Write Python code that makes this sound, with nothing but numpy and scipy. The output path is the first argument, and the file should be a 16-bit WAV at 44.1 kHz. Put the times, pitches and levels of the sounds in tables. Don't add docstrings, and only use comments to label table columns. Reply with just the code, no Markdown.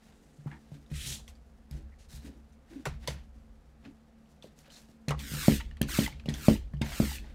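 import sys
import numpy as np
from scipy import signal
from scipy.fft import rfft, irfft, next_fast_len
from scipy.io import wavfile
from scipy.ndimage import uniform_filter1d

SR = 44100
rng = np.random.default_rng(int(sys.argv[2]) if len(sys.argv) > 2 else 0)


def gain_from_db(level_db):
    decades = np.asarray(level_db, float) / 20
    return 10 ** decades


def digitize_waveform(pressure):
    field = np.atleast_2d(pressure).T
    bounded = np.clip(field, -1, 1)
    quanta = np.round(bounded * 32767).astype(np.int16)
    wavfile.write(sys.argv[1], SR, quanta)


N = 323694


def rms_one(x):
    return x / np.sqrt(np.mean(x ** 2) + 1e-20)


def in_time(rows, silent_db=-110):
    s, *columns = np.transpose(rows)
    now = np.arange(N) / SR
    return [np.interp(now, s, column, left=silent_db, right=silent_db) for column in columns]


def coloured(x, points):
    size = next_fast_len(N)
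    hz = np.maximum(np.arange(size // 2 + 1) * SR / size, 1)
    points_hz, points_db = np.array(points).T
    shape_db = np.interp(np.log(hz), np.log(points_hz), points_db)
    return rms_one(irfft(rfft(x, size) * gain_from_db(shape_db), size)[:N])


def band(x, low_hz, high_hz):
    edges = [low_hz, min(high_hz, SR / 2.2)]
    return signal.sosfilt(signal.butter(2, edges, "band", fs=SR, output="sos"), x)


def without_lows(x, edge_hz):
    total, at, half = np.cumsum(x), np.arange(N), SR / edge_hz / 2
    ahead = np.interp(at + half - .5, at, total)
    behind = np.interp(at - half - .5, at, total)
    return x - (ahead - behind) / (2 * half)


def drift(rate_hz):
    r = np.exp(-2 * np.pi * 20 * rate_hz / SR)
    slow = signal.lfilter([1], [1, -2 * r, r * r], rng.standard_normal(N // 20 + 1001))[1000:]
    return np.interp(np.arange(N) / 20, np.arange(len(slow)), rms_one(slow))


def ring(x, hz, t60):
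    r, w = gain_from_db(-60 / (t60 * SR)), 2 * np.pi * hz / SR
    return signal.lfilter([0, np.sin(w)], [1, -2 * r * np.cos(w), r * r], x + 1e-18)


def stroke(row, attack_s, sag_db, release_db_per_s, top_db, top_fade_db, rumble_db):
    start, fastest, lift, db, softer_db = row
    let_go_db, settle_db_per_s = 23, 148
    gentle, sagged = db - softer_db, db - sag_db
    settled = sagged - let_go_db
    gone = lift + let_go_db / release_db_per_s
    return [(start, gentle - 18, gentle - 10 + top_db - top_fade_db, rumble_db + 5),
            (start + attack_s, gentle, gentle + top_db, rumble_db),
            (fastest, db, db + top_db, rumble_db),
            (lift, sagged, sagged + top_db, rumble_db),
            (gone, settled, settled + top_db - top_fade_db / 2, rumble_db - 5),
            (gone + 25 / settle_db_per_s, settled - 25, settled - 25 + top_db - top_fade_db, rumble_db - 31)]


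def friction(strokes, spectrum, path, per_s, spread_db, clump_db, echo):
    sizes = gain_from_db(spread_db * np.minimum(rng.exponential(1, N), 5)) * rng.choice([-1, 1], N)
    snaps = coloured(sizes * (rng.random(N) < per_s / SR), spectrum)
    at = np.arange(N)
    path_s, path_lag_ms, path_edge_hz = np.transpose(path)
    lag_ms = np.interp(at / SR, path_s, path_lag_ms)
    snaps = without_lows(snaps, np.interp(at / SR, path_s, path_edge_hz))
    late = at - lag_ms * (1 + .035 * drift(10)) * SR / 1000
    dulled = uniform_filter1d(snaps, size=3)
    snaps = snaps + echo * gain_from_db(2 * drift(17)) * np.interp(late, at, dulled)
    snaps = snaps - echo * .4 * np.interp(2.7 * late - 1.7 * at, at, snaps)
    low = signal.sosfiltfilt(signal.butter(2, 5500, fs=SR, output="sos"), snaps)
    curves = [in_time(touch) for touch in strokes]
    hiss_level, top_level = sum(gain_from_db(c[0]) for c in curves), sum(gain_from_db(c[1]) for c in curves)
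    hiss = hiss_level * gain_from_db(clump_db * drift(51)) * rms_one(low)
    top = top_level * gain_from_db(clump_db * drift(17)) * rms_one(snaps - low)
    rumble = sum(gain_from_db(c[2] - 6) for c in curves)
    return hiss + top, rumble


# (sets off [s], fastest [s], lifts [s], hiss [dB], softer at the start by [dB])
ROLLER_PASSES = [
    (5.168, 5.439, 5.563, -39.5, 15.5),
    (5.862, 5.978, 6.044, -38, 7),
    (6.318, 6.469, 6.54, -45, 13.5),
    (6.822, 7.024, 7.156, -44.5, 11.5),
]
# (pitch [Hz], level [dB per Hz])
GLUE_COLOUR = [(350, -7), (600, -6), (869, -1), (1010, -6), (1400, 2), (2600, 0), (4460, 0.5), (5400, -2),
               (8860, -0.5), (9890, -6), (14100, -2.5), (16000, -9)]
ROLLER_ECHO_MS = (0.42, 0.822, 1.12)
ROLLER_EDGE_HZ = (2180, 1150, 2020)


def roller_peeling():
    passes = [stroke(row, attack_s=0.027, sag_db=3, release_db_per_s=238, top_db=-0.5, top_fade_db=30,
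                     rumble_db=-45.5) for row in ROLLER_PASSES]
    path = [point for row in ROLLER_PASSES for point in zip(row[:3], ROLLER_ECHO_MS, ROLLER_EDGE_HZ)]
    return friction(passes, GLUE_COLOUR, path, per_s=12000, spread_db=2.8, clump_db=1.1, echo=.5)


# (time [s], legs [dB], panel [dB], upper panel [dB], edge [dB])
THUMPS = [(0.386, -63.5, -46.5, -62, -71.5), (0.459, -58, -36, -37, -56), (0.717, -52.5, -38, -50, -50),
          (0.914, -37, -37, -44, -53), (1.709, -40.5, -43.5, -64.5, -72.5), (1.743, -45, -44.5, -70, -72),
          (2.134, -45, -46.5, -67, -66), (2.868, -37, -37, -51, -29.5), (3.082, -41.5, -35, -47, -26),
          (4.442, -76, -92, -44.5, -39), (4.891, -70, -65, -49.5, -61), (5.0805, -42, -28.5, -29.5, -34),
          (5.107, -37.5, -36, -42, -26), (5.316, -64, -34, -39.5, -66.5), (5.335, -44, -37, -37, -72),
          (5.481, -30.5, -27, -7.5, -14), (5.8126, -37.5, -22, -19.5, -33), (5.987, -37, -28.5, -13.5, -24),
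          (6.258, -38.5, -42, -38, -35.5), (6.2843, -46, -28.5, -23.5, -36),
          (6.4825, -31, -22.5, -7.5, -11), (6.736, -38, -33, -78, -44), (6.813, -39, -25.5, -23.5, -35),
          (7.0, -32.5, -28, -12.5, -22)]
PART_HZ = (65, 145, 240, 600)
PART_DB = (12, 16.5, 0, 5)
# (pitch [Hz], level [dB], time to fall 60 dB [s])
TABLE_NOTES = [(64.7, -35, 1.7), (145, -1.5, 0.45), (215.7, -3.5, 0.27), (276.3, -7, 0.32),
               (326.2, -12.5, 0.32), (371.7, -18, 0.4), (425.8, -15, 0.27), (515, -18, 0.21),
               (580, -19, 0.058), (798, -22.5, 0.089), (984, -29, 0.13), (1040, -19, 0.055),
               (547, -20, 0.24), (630, -26, 0.19)]
# (lag [s], share [1])
REBOUNDS = [(.0184, .2), (.026, .45), (.0323, .18), (.040, .26), (.043, -.15), (.0545, .17), (.073, .09)]


def table(rumble):
    mat_t60_s = .22
    rows, out = np.array(THUMPS), np.zeros(N)
    at = np.round((rows[:, 0] + .001) * SR).astype(int)
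    scatter_db = 1.5 * rng.standard_normal((len(rows), len(TABLE_NOTES)))
    noise = rng.standard_normal(N)
    settling = gain_from_db(-60 / (.22 * SR))
    for k, (hz, level_db, t60) in enumerate(TABLE_NOTES):
        place_db = np.array([np.interp(np.log(hz), np.log(PART_HZ), row + PART_DB) for row in rows[:, 1:]])
        blows = np.zeros(N)
        blows[at] = -gain_from_db(place_db + level_db - 10.5 + scatter_db[:, k])
        judder = gain_from_db(-33.5) * signal.lfilter([1], [1, -settling], blows + 1e-18)
        shaking = np.roll(noise, 997 * k) * (judder + gain_from_db(level_db - 26.5) * rumble)
        out += ring(blows + shaking, hz, min(0.75 * t60, mat_t60_s))
    push = np.zeros(N)
    push[at] = -gain_from_db(rows[:, 3] + 3.5)
    dent = ring(push, 206.5, 0.027)
    out += dent + sum(share * np.roll(dent, round(lag * SR)) for lag, share in REBOUNDS)
    edge = np.zeros(N)
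    edge[at] = gain_from_db(rows[:, 4] + 3)
    out -= gain_from_db(-1.5) * ring(edge, 570, 0.016)
    crowd = signal.lfilter([1], [1, -gain_from_db(-60 / (.14 * SR))], edge + 1e-18)
    out += band(noise * crowd, 300, 650)
    return band(out, 107, 770)


def sway(rumble):
    attack_s, t60_s, linger_t60_s, linger_db = 0.011, 0.5, 3.6, -9
    rest_db, from_rumble_db = -69.5, -1.5
    noise = rng.standard_normal((2, N))
    rocking = rms_one(band(ring(noise[0], 66.9, 0.57), 38, 130))
    rocking = rocking + 0.55 * rms_one(band(band(noise[1], 32.6, 60), 24, 78))
    evened = rocking / np.sqrt(uniform_filter1d(rocking ** 2, size=SR // 8) + 0.21)
    power = gain_from_db(rest_db) ** 2 + (gain_from_db(from_rumble_db) * rumble) ** 2
    for s, db, *_ in THUMPS:
        t = np.maximum(np.arange(N) / SR - s, 0)
        dying = gain_from_db(-60 * t / t60_s) + gain_from_db(linger_db - 60 * t / linger_t60_s)
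        power = power + (gain_from_db(db) * (1 - np.exp(-t / attack_s)) * dying) ** 2
    return np.sqrt(power) * evened


CONTACT_S = .0004

# (time [s], peak [dB], pitch [Hz], broad crack [dB], tail [dB])
TAPS = [(1.711, -38, 5070, -10, -18), (2.8543, -29, 1490, -7.5, 6.5), (3.075, -24, 3260, -11, -2.5),
        (4.259, -54, 3000, -25, -12), (4.5894, -35, 6500, -20, -25), (4.6468, -49, 2430, -23, -19.5),
        (5.083, -26, 2100, -19, -4), (5.092, -23.5, 2620, -14, -10), (5.1071, -23, 1320, -16, -4),
        (5.192, -27, 3550, -19, -12.5), (5.2, -37, 2500, -17, -3), (5.337, -35, 1640, -24, -1),
        (5.7697, -42, 1950, -35, -7.5), (5.816, -23.5, 2900, -3.5, -14), (5.887, -33.5, 1490, -20, -1),
        (6.483, -18.5, 2480, -15, -7), (6.564, -31, 2820, -26, -20), (6.736, -43, 1860, -20, -6.5),
        (6.8129, -39.5, 3000, -23, 8.5), (7.184, -28, 2626, -32, -23), (7.242, -45, 1920, -30, -7)]
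# (time [s], peak [dB], pitch [Hz], broad crack [dB])
RATTLES = [(0.515, -39.5, 1740, -25), (0.863, -52, 3740, -19), (0.9165, -50, 1890, -1),
           (1.278, -46, 2160, -10), (1.279, -38.5, 3400, -14), (1.2795, -39.5, 5840, -28),
           (1.353, -51, 4660, -25), (1.767, -48.5, 6160, -24), (1.94, -56, 1930, -20),
           (2.5247, -54, 6160, -22), (3.851, -46, 2590, -23), (4.4242, -37.5, 3580, -29),
           (4.7028, -41.5, 3120, -24), (4.7637, -40, 4140, -21), (5.4815, -30, 2230, -9),
           (5.712, -44, 1840, -28), (5.8137, -35, 1680, -10), (5.828, -27.5, 3300, -16),
           (5.993, -22, 3200, -20), (6.126, -37.5, 2240, -26), (6.197, -43, 2660, -24),
           (6.2376, -56, 1590, -15), (6.258, -37, 2840, -14), (6.2881, -25.5, 3420, -22),
           (6.294, -34.5, 1900, -12), (6.303, -42, 3000, -12), (6.34, -28.5, 3400, -18),
           (6.769, -50, 3030, -23)]
# (time [s], peak [dB], pitch [Hz], broad crack [dB])
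CLINKS = [
    (6.0625, -24, 2070, -12),
    (4.757, -50, 3700, -25),
]
# (time [s], peak [dB], pitch [Hz], broad crack [dB])
KNOCKS = [(0.4712, -45, 846, -17), (4.6812, -52, 570, -9), (5.1082, -38, 951, -16), (5.1242, -36, 831, -20),
          (5.3712, -42.5, 520, -8), (6.0772, -32.5, 893, -20), (6.0962, -49, 860, -16),
          (6.82, -34, 883, -25), (7.1152, -37.5, 870, -8)]
# (ratio to its pitch [1], level [dB])
OVERTONES = [(1.58, -10), (2.4, -13)]


def ticks():
    # tail [dB] where the table has none, then cycles to fall 60 dB
    rows = [(*row, 17.5) for row in TAPS] + [(*row, -10, 34) for row in RATTLES]
    rows += [(*row, -11, 60) for row in CLINKS] + [(*row, -9, 33) for row in KNOCKS]
    out = np.zeros(N + SR)
    t = np.arange(SR // 5) / SR
    rise = 1 - np.exp(-t / CONTACT_S)
    quick = gain_from_db(-60 * t / .007)
    scattering = (1 - gain_from_db(-60 * t / .03)) * gain_from_db(-60 * t / 0.1)
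    noise = rng.standard_normal((len(rows), 2, len(t)))
    lags = (rng.uniform(.5, .8, len(rows)) * SR / 1000).astype(int)
    for (s, peak_db, hz, crack_db, tail_db, cycles), (crack, tail), lag in zip(rows, noise, lags):
        body = np.zeros(len(t))
        for ratio, db in [(0.98, 0)] + OVERTONES:
            dying = gain_from_db(db - 60 * t * hz * ratio / cycles)
            body += dying * np.sin(2 * np.pi * min(hz * ratio, SR / 3) * t)
        crack = gain_from_db(crack_db + 10) * band(crack * quick, 1800, 14000)
        near_pitch = 2.01 * band(tail, hz / 4.6, hz * 1.58)
        broad = gain_from_db(crack_db + 1.5) * band(tail, 1100, 7300)
        noisy = crack + gain_from_db(tail_db) * (near_pitch + broad) * scattering
        echo = .6 * np.pad(noisy, (lag, 0))[:len(t)]
        i = round(s * SR)
        out[i:i + len(t)] += gain_from_db(peak_db - 6) * rise * (2 * body + noisy - echo)
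    return out[:N]


# (time [s], peak [dB], pitch [Hz], time to fall 60 dB [ms])
PINGS = [(2.8548, -35, 1480, 47), (2.855, -34.5, 1820, 38), (2.858, -37, 950, 43), (2.862, -35, 404, 78),
         (2.855, -35, 7500, 15), (2.869, -31, 1400, 23), (3.075, -33, 980, 45), (3.075, -36.5, 2160, 30),
         (3.075, -33, 3420, 20), (3.0752, -32.5, 4420, 35), (3.075, -40, 5870, 20), (5.084, -31, 4120, 18),
         (5.0842, -38, 5950, 12), (5.092, -35, 2500, 18), (5.1075, -41, 1410, 21), (5.106, -36, 6000, 12),
         (5.112, -34, 1030, 75), (5.1225, -35, 1150, 40), (5.128, -37, 900, 40), (5.141, -42, 1100, 40),
         (6.83, -38, 900, 70), (0.524, -52, 2150, 30), (0.537, -50, 1800, 25), (0.546, -52, 1650, 25),
         (0.566, -56, 1800, 25), (5.1105, -34, 2870, 25), (5.118, -36, 1940, 28), (5.192, -43, 5000, 12),
         (5.192, -47, 6260, 12), (5.606, -37, 1940, 30), (5.604, -46, 910, 90), (5.7118, -48, 2900, 20),
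         (5.77, -50, 3200, 13), (5.815, -28, 1780, 19), (5.8164, -27.5, 3130, 18), (5.816, -34, 6800, 10),
         (5.8285, -36, 6000, 18), (5.8285, -46, 9500, 12), (6.063, -33, 3100, 30), (6.2615, -44, 2900, 20),
         (6.283, -38, 2000, 15), (6.288, -33.5, 4230, 20), (6.339, -38, 6200, 18), (6.348, -40, 3500, 20),
         (6.8167, -35.5, 1580, 40), (6.817, -32.5, 2750, 25), (6.816, -32.5, 3670, 25),
         (6.824, -34, 2130, 48), (6.860, -41, 6200, 15), (6.613, -58, 894, 30), (6.738, -47, 1100, 15),
         (6.555, -43, 890, 53), (5.8875, -36, 1470, 30), (7.092, -45, 900, 40), (7.244, -52, 861.5, 50)]
# (time [s], level [dB], lowest pitch [Hz],
# highest pitch [Hz], time to fall 60 dB [ms])
SNAPS = [(5.0815, -44, 1499, 5000, 6), (5.084, -30.5, 1501, 9000, 9.4), (5.0895, -35, 1500, 10000, 5),
         (5.106, -36, 3000, 10000, 8), (5.112, -32, 1000, 6000, 7.4), (5.117, -34, 1000, 5500, 7.9),
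         (5.185, -48, 1000, 4000, 8), (5.338, -38, 4000, 12000, 25), (5.4814, -24, 1000, 4800, 8.2),
         (5.8155, -23.5, 9700, 15500, 8.1), (5.988, -37, 900, 5000, 7.2), (6.076, -35, 3000, 8000, 8.7),
         (6.261, -46, 3000, 10000, 8), (6.2945, -39, 2000, 10010, 8), (6.303, -45, 6000, 10000, 7.2),
         (6.8168, -32, 1200, 8900, 12), (3.075, -28, 1200, 9000, 9.8), (2.8548, -39.5, 2200, 5000, 54),
         (5.0922, -31, 1500, 10000, 6), (5.1072, -25, 700, 4500, 4), (5.1918, -41, 1500, 10000, 6),
         (5.2, -44, 1200, 4500, 6), (5.7118, -51.5, 1300, 5500, 9.6), (5.7703, -51, 1500, 8000, 9.1),
         (6.34, -31, 2800, 7000, 7.6), (6.2885, -33, 2500, 5500, 7), (6.197, -46, 1500, 3500, 25),
         (1.7115, -45, 2000, 12000, 8), (5.606, -43, 1200, 3500, 25), (6.3028, -40, 1200, 4000, 7)]


def pings_and_snaps():
    out, t = np.zeros(N + SR), np.arange(SR // 8) / SR
    rise = 1 - np.exp(-t / CONTACT_S)
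    sounds = [(s, gain_from_db(db - 60 * 1000 * t / ms) * np.sin(2 * np.pi * hz * t)) for s, db, hz, ms in PINGS]
    noise = rng.standard_normal((len(SNAPS), len(t)))
    for (s, db, low_hz, high_hz, ms), row in zip(SNAPS, noise):
        sounds.append((s, gain_from_db(db - 60 * 1000 * t / ms) * rms_one(band(row, low_hz, high_hz))))
    for s, sound in sounds:
        i = round(s * SR)
        out[i:i + len(t)] += rise * sound
    return out[:N]


# (sets off [s], fastest [s], lifts [s], hiss [dB], softer at the start by [dB])
PALM_SWEEPS = [
    (0.901, 1.108, 1.1454, -47, 8.5),
]
# (pitch [Hz], level [dB per Hz])
PALM_COLOUR = [(410, -50), (700, -24), (1300, 7), (1400, 6), (1920, 6), (4050, 3), (4430, -1.5),
               (9110, -6.5), (15000, -19.5), (16000, -20)]
# (time [s], lag [ms], lowest pitch that escapes [Hz])
PALM_ECHO = [(.9, 0.55, 1500), (1.0, 0.32, 2230), (1.18, 0.266, 4670)]


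def palm_sweep():
    sweeps = [stroke(row, attack_s=0.059, sag_db=0.5, release_db_per_s=280, top_db=4.5, top_fade_db=10,
                     rumble_db=-53) for row in PALM_SWEEPS]
    return friction(sweeps, PALM_COLOUR, PALM_ECHO, per_s=14000, spread_db=0.5, clump_db=1.5, echo=0.13)


def rub(row):
    start, end, db, top_db, rumble_db = row
    attack_s, release_db_per_s, top_fade_db = 0.03, 211, 15
    held = np.array([db, db + top_db, rumble_db])
    released = held - 30 - np.array([0, top_fade_db, 0])
    return [(start, *(held - 16)), (start + attack_s, *held),
            (max(end, start + attack_s + .001), *held), (end + 30 / release_db_per_s, *released)]


# (starts [s], lets go [s], rub [dB], top above the rub [dB], rumble into the table [dB])
RUBS = [(0.0, 0.089, -72, -2.5, -61), (0.1, 0.83, -81, -3, -66), (.49, 0.5, -79, -7, -45.5),
        (0.715, 0.68, -71, -1, -46), (1.265, 1.25, -73, 3, -80), (1.705, 1.77, -66.5, -6, -48.5),
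        (2.086, 2.16, -64.5, 7, -73), (2.212, 2.268, -62.5, -2, -43.5), (2.673, 2.8, -67.5, -8.5, -52),
        (2.851, 2.88, -53.5, -11, -61), (2.998, 3.04, -60.5, -8, -48), (3.068, 3.12, -51, -8, -51),
        (3.326, 3.3, -83, 1, -60), (3.827, 3.79, -60, -21, -46.5), (4.29, 4.27, -83, 7, -70),
        (4.416, 4.48, -74, -3, -80), (4.56, 4.58, -72, 5.5, -80), (4.63, 4.643, -63.5, -15, -66),
        (4.695, 4.82, -69.5, 3, -69), (4.875, 4.87, -76.5, 2.5, -61), (5.817, 5.9, -74, -12, -44),
        (6.268, 6.37, -54.5, -12, -50), (6.816, 6.94, -49, -13, -60), (6.734, 6.4, -77, -12, -61),
        (7.203, 7.5, -65.5, -14, -84)]
# (pitch [Hz], level [dB per Hz])
SLEEVE_COLOUR = [(290, -8), (500, -16), (553, 3.5), (1260, -1.5), (1550, 3), (3980, -4), (8210, -14.5),
                 (16000, -25)]
# (time [s], lag [ms], lowest pitch that escapes [Hz])
SLEEVE_ECHO = [(0, .3, 500)]


def sleeve_rubs():
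    resting_db, resting_rumble_db = -100, -69
    resting = [(s, resting_db, resting_db - 43, resting_rumble_db) for s in (0, N / SR)]
    touches = [rub(row) for row in RUBS] + [resting]
    return friction(touches, SLEEVE_COLOUR, SLEEVE_ECHO, per_s=6000, spread_db=2, clump_db=1.5, echo=0)


# (time [s], length [s], level [dB], pitch [Hz], width [Hz])
DRAGS = [(0.503, 0.086, -59, 1780, 900), (0.1, .7, -80, 7500, 3000), (0.512, .081, -61, 900, 210),
         (2.241, 0.079, -46.5, 260, 41), (2.701, 0.1, -52.5, 300, 74), (2.75, 0.079, -44, 281, 50),
         (3.851, 0.076, -52, 274, 54), (1.051, 0.21, -60.5, 600, 630), (5.111, 0.062, -42.5, 1030, 470),
         (1.985, 0.1, -65.5, 4800, 6200), (1.031, 0.17, -45, 136, 59), (2.131, .085, -45.5, 131, 20),
         (2.085, 0.19, -66, 3940, 570), (2.31, .11, -58.5, 282, 100), (2.871, 0.1, -44.5, 140, 34),
         (3.086, 0.12, -47.5, 146, 42), (4.695, 0.14, -64, 4050, 650), (4.422, .09, -68, 3700, 1000),
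         (4.705, 0.13, -64, 6500, 2400), (5.598, 0.023, -44.5, 2040, 1800), (6.1, .12, -50.5, 153, 34),
         (1.918, 0.033, -67.5, 2030, 500), (.462, 0.053, -60, 1070, 1140)]


def drags():
    out = np.zeros(N + SR)
    noise = rng.standard_normal((len(DRAGS), 3 * SR // 4))
    for (s, length, db, hz, width), row in zip(DRAGS, noise):
        phase = np.clip(np.arange(len(row)) / SR / length, 0, 1)
        swell = np.sin(np.pi * np.sqrt(phase))
        i = round(s * SR)
        out[i:i + len(row)] += gain_from_db(db) * swell * rms_one(band(row, hz - width / 2, hz + width / 2))
    return out[:N] * gain_from_db(2.5 * drift(60))


def room(x):
    t60_s = 0.28
    t = np.arange(SR // 2) / SR
    noise = rng.standard_normal(len(t)) * (t > .004)
    dull = band(noise, 460, 7400) * gain_from_db(-60 * t / t60_s)
    bright = band(noise, 3100, 24000) * gain_from_db(-60 * t / (0.53 * t60_s))
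    echo = dull + 0.59 * bright
    return signal.fftconvolve(x, echo / np.sqrt(np.sum(echo ** 2)))[:N]


# (pitch [Hz], level [dB per Hz])
AIR_COLOUR = [(12, -33), (20, -4), (65, -1.5), (107, -19.5), (222, -3.5), (328, -17), (542, -11.5),
              (607, -20), (678, -14), (949, -22), (1290, -22.5), (4670, -40.5), (13200, -66), (16000, -81)]
# (pitch [Hz], width [Hz], level [dB])
FAN_HUM = [
    (150.7, 2.6, -71.5),
    (222.8, 6, -63.5),
]


def fan():
    air = gain_from_db(-63.5) * coloured(rng.standard_normal(N), AIR_COLOUR)
    noise = rng.standard_normal(N)
    air += gain_from_db(-91.5) * noise
    return air + sum(gain_from_db(db) * rms_one(ring(noise, hz, 5.3 / width)) for hz, width, db in FAN_HUM)


def scene():
    peeling, roller_rumble = roller_peeling()
    sweeping, palm_rumble = palm_sweep()
    rubbing, sleeve_rumble = sleeve_rubs()
    rumble = roller_rumble + palm_rumble + sleeve_rumble
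    airborne = peeling + ticks() + pings_and_snaps() + sweeping + rubbing + drags()
    echoes = gain_from_db(-19.5) * room(airborne)
    heard = airborne + echoes + table(rumble) + sway(rumble) + fan()
    return np.array([heard, heard])


def top_cut(x):
    return signal.sosfilt(signal.butter(12, 16970, fs=SR, output="sos"), x)


def record(dry):
    cut = signal.sosfilt(signal.cheby2(10, 35, 16200, fs=SR, output="sos"), dry)
    return top_cut(cut)


dry = scene()
out = record(dry)
digitize_waveform(out)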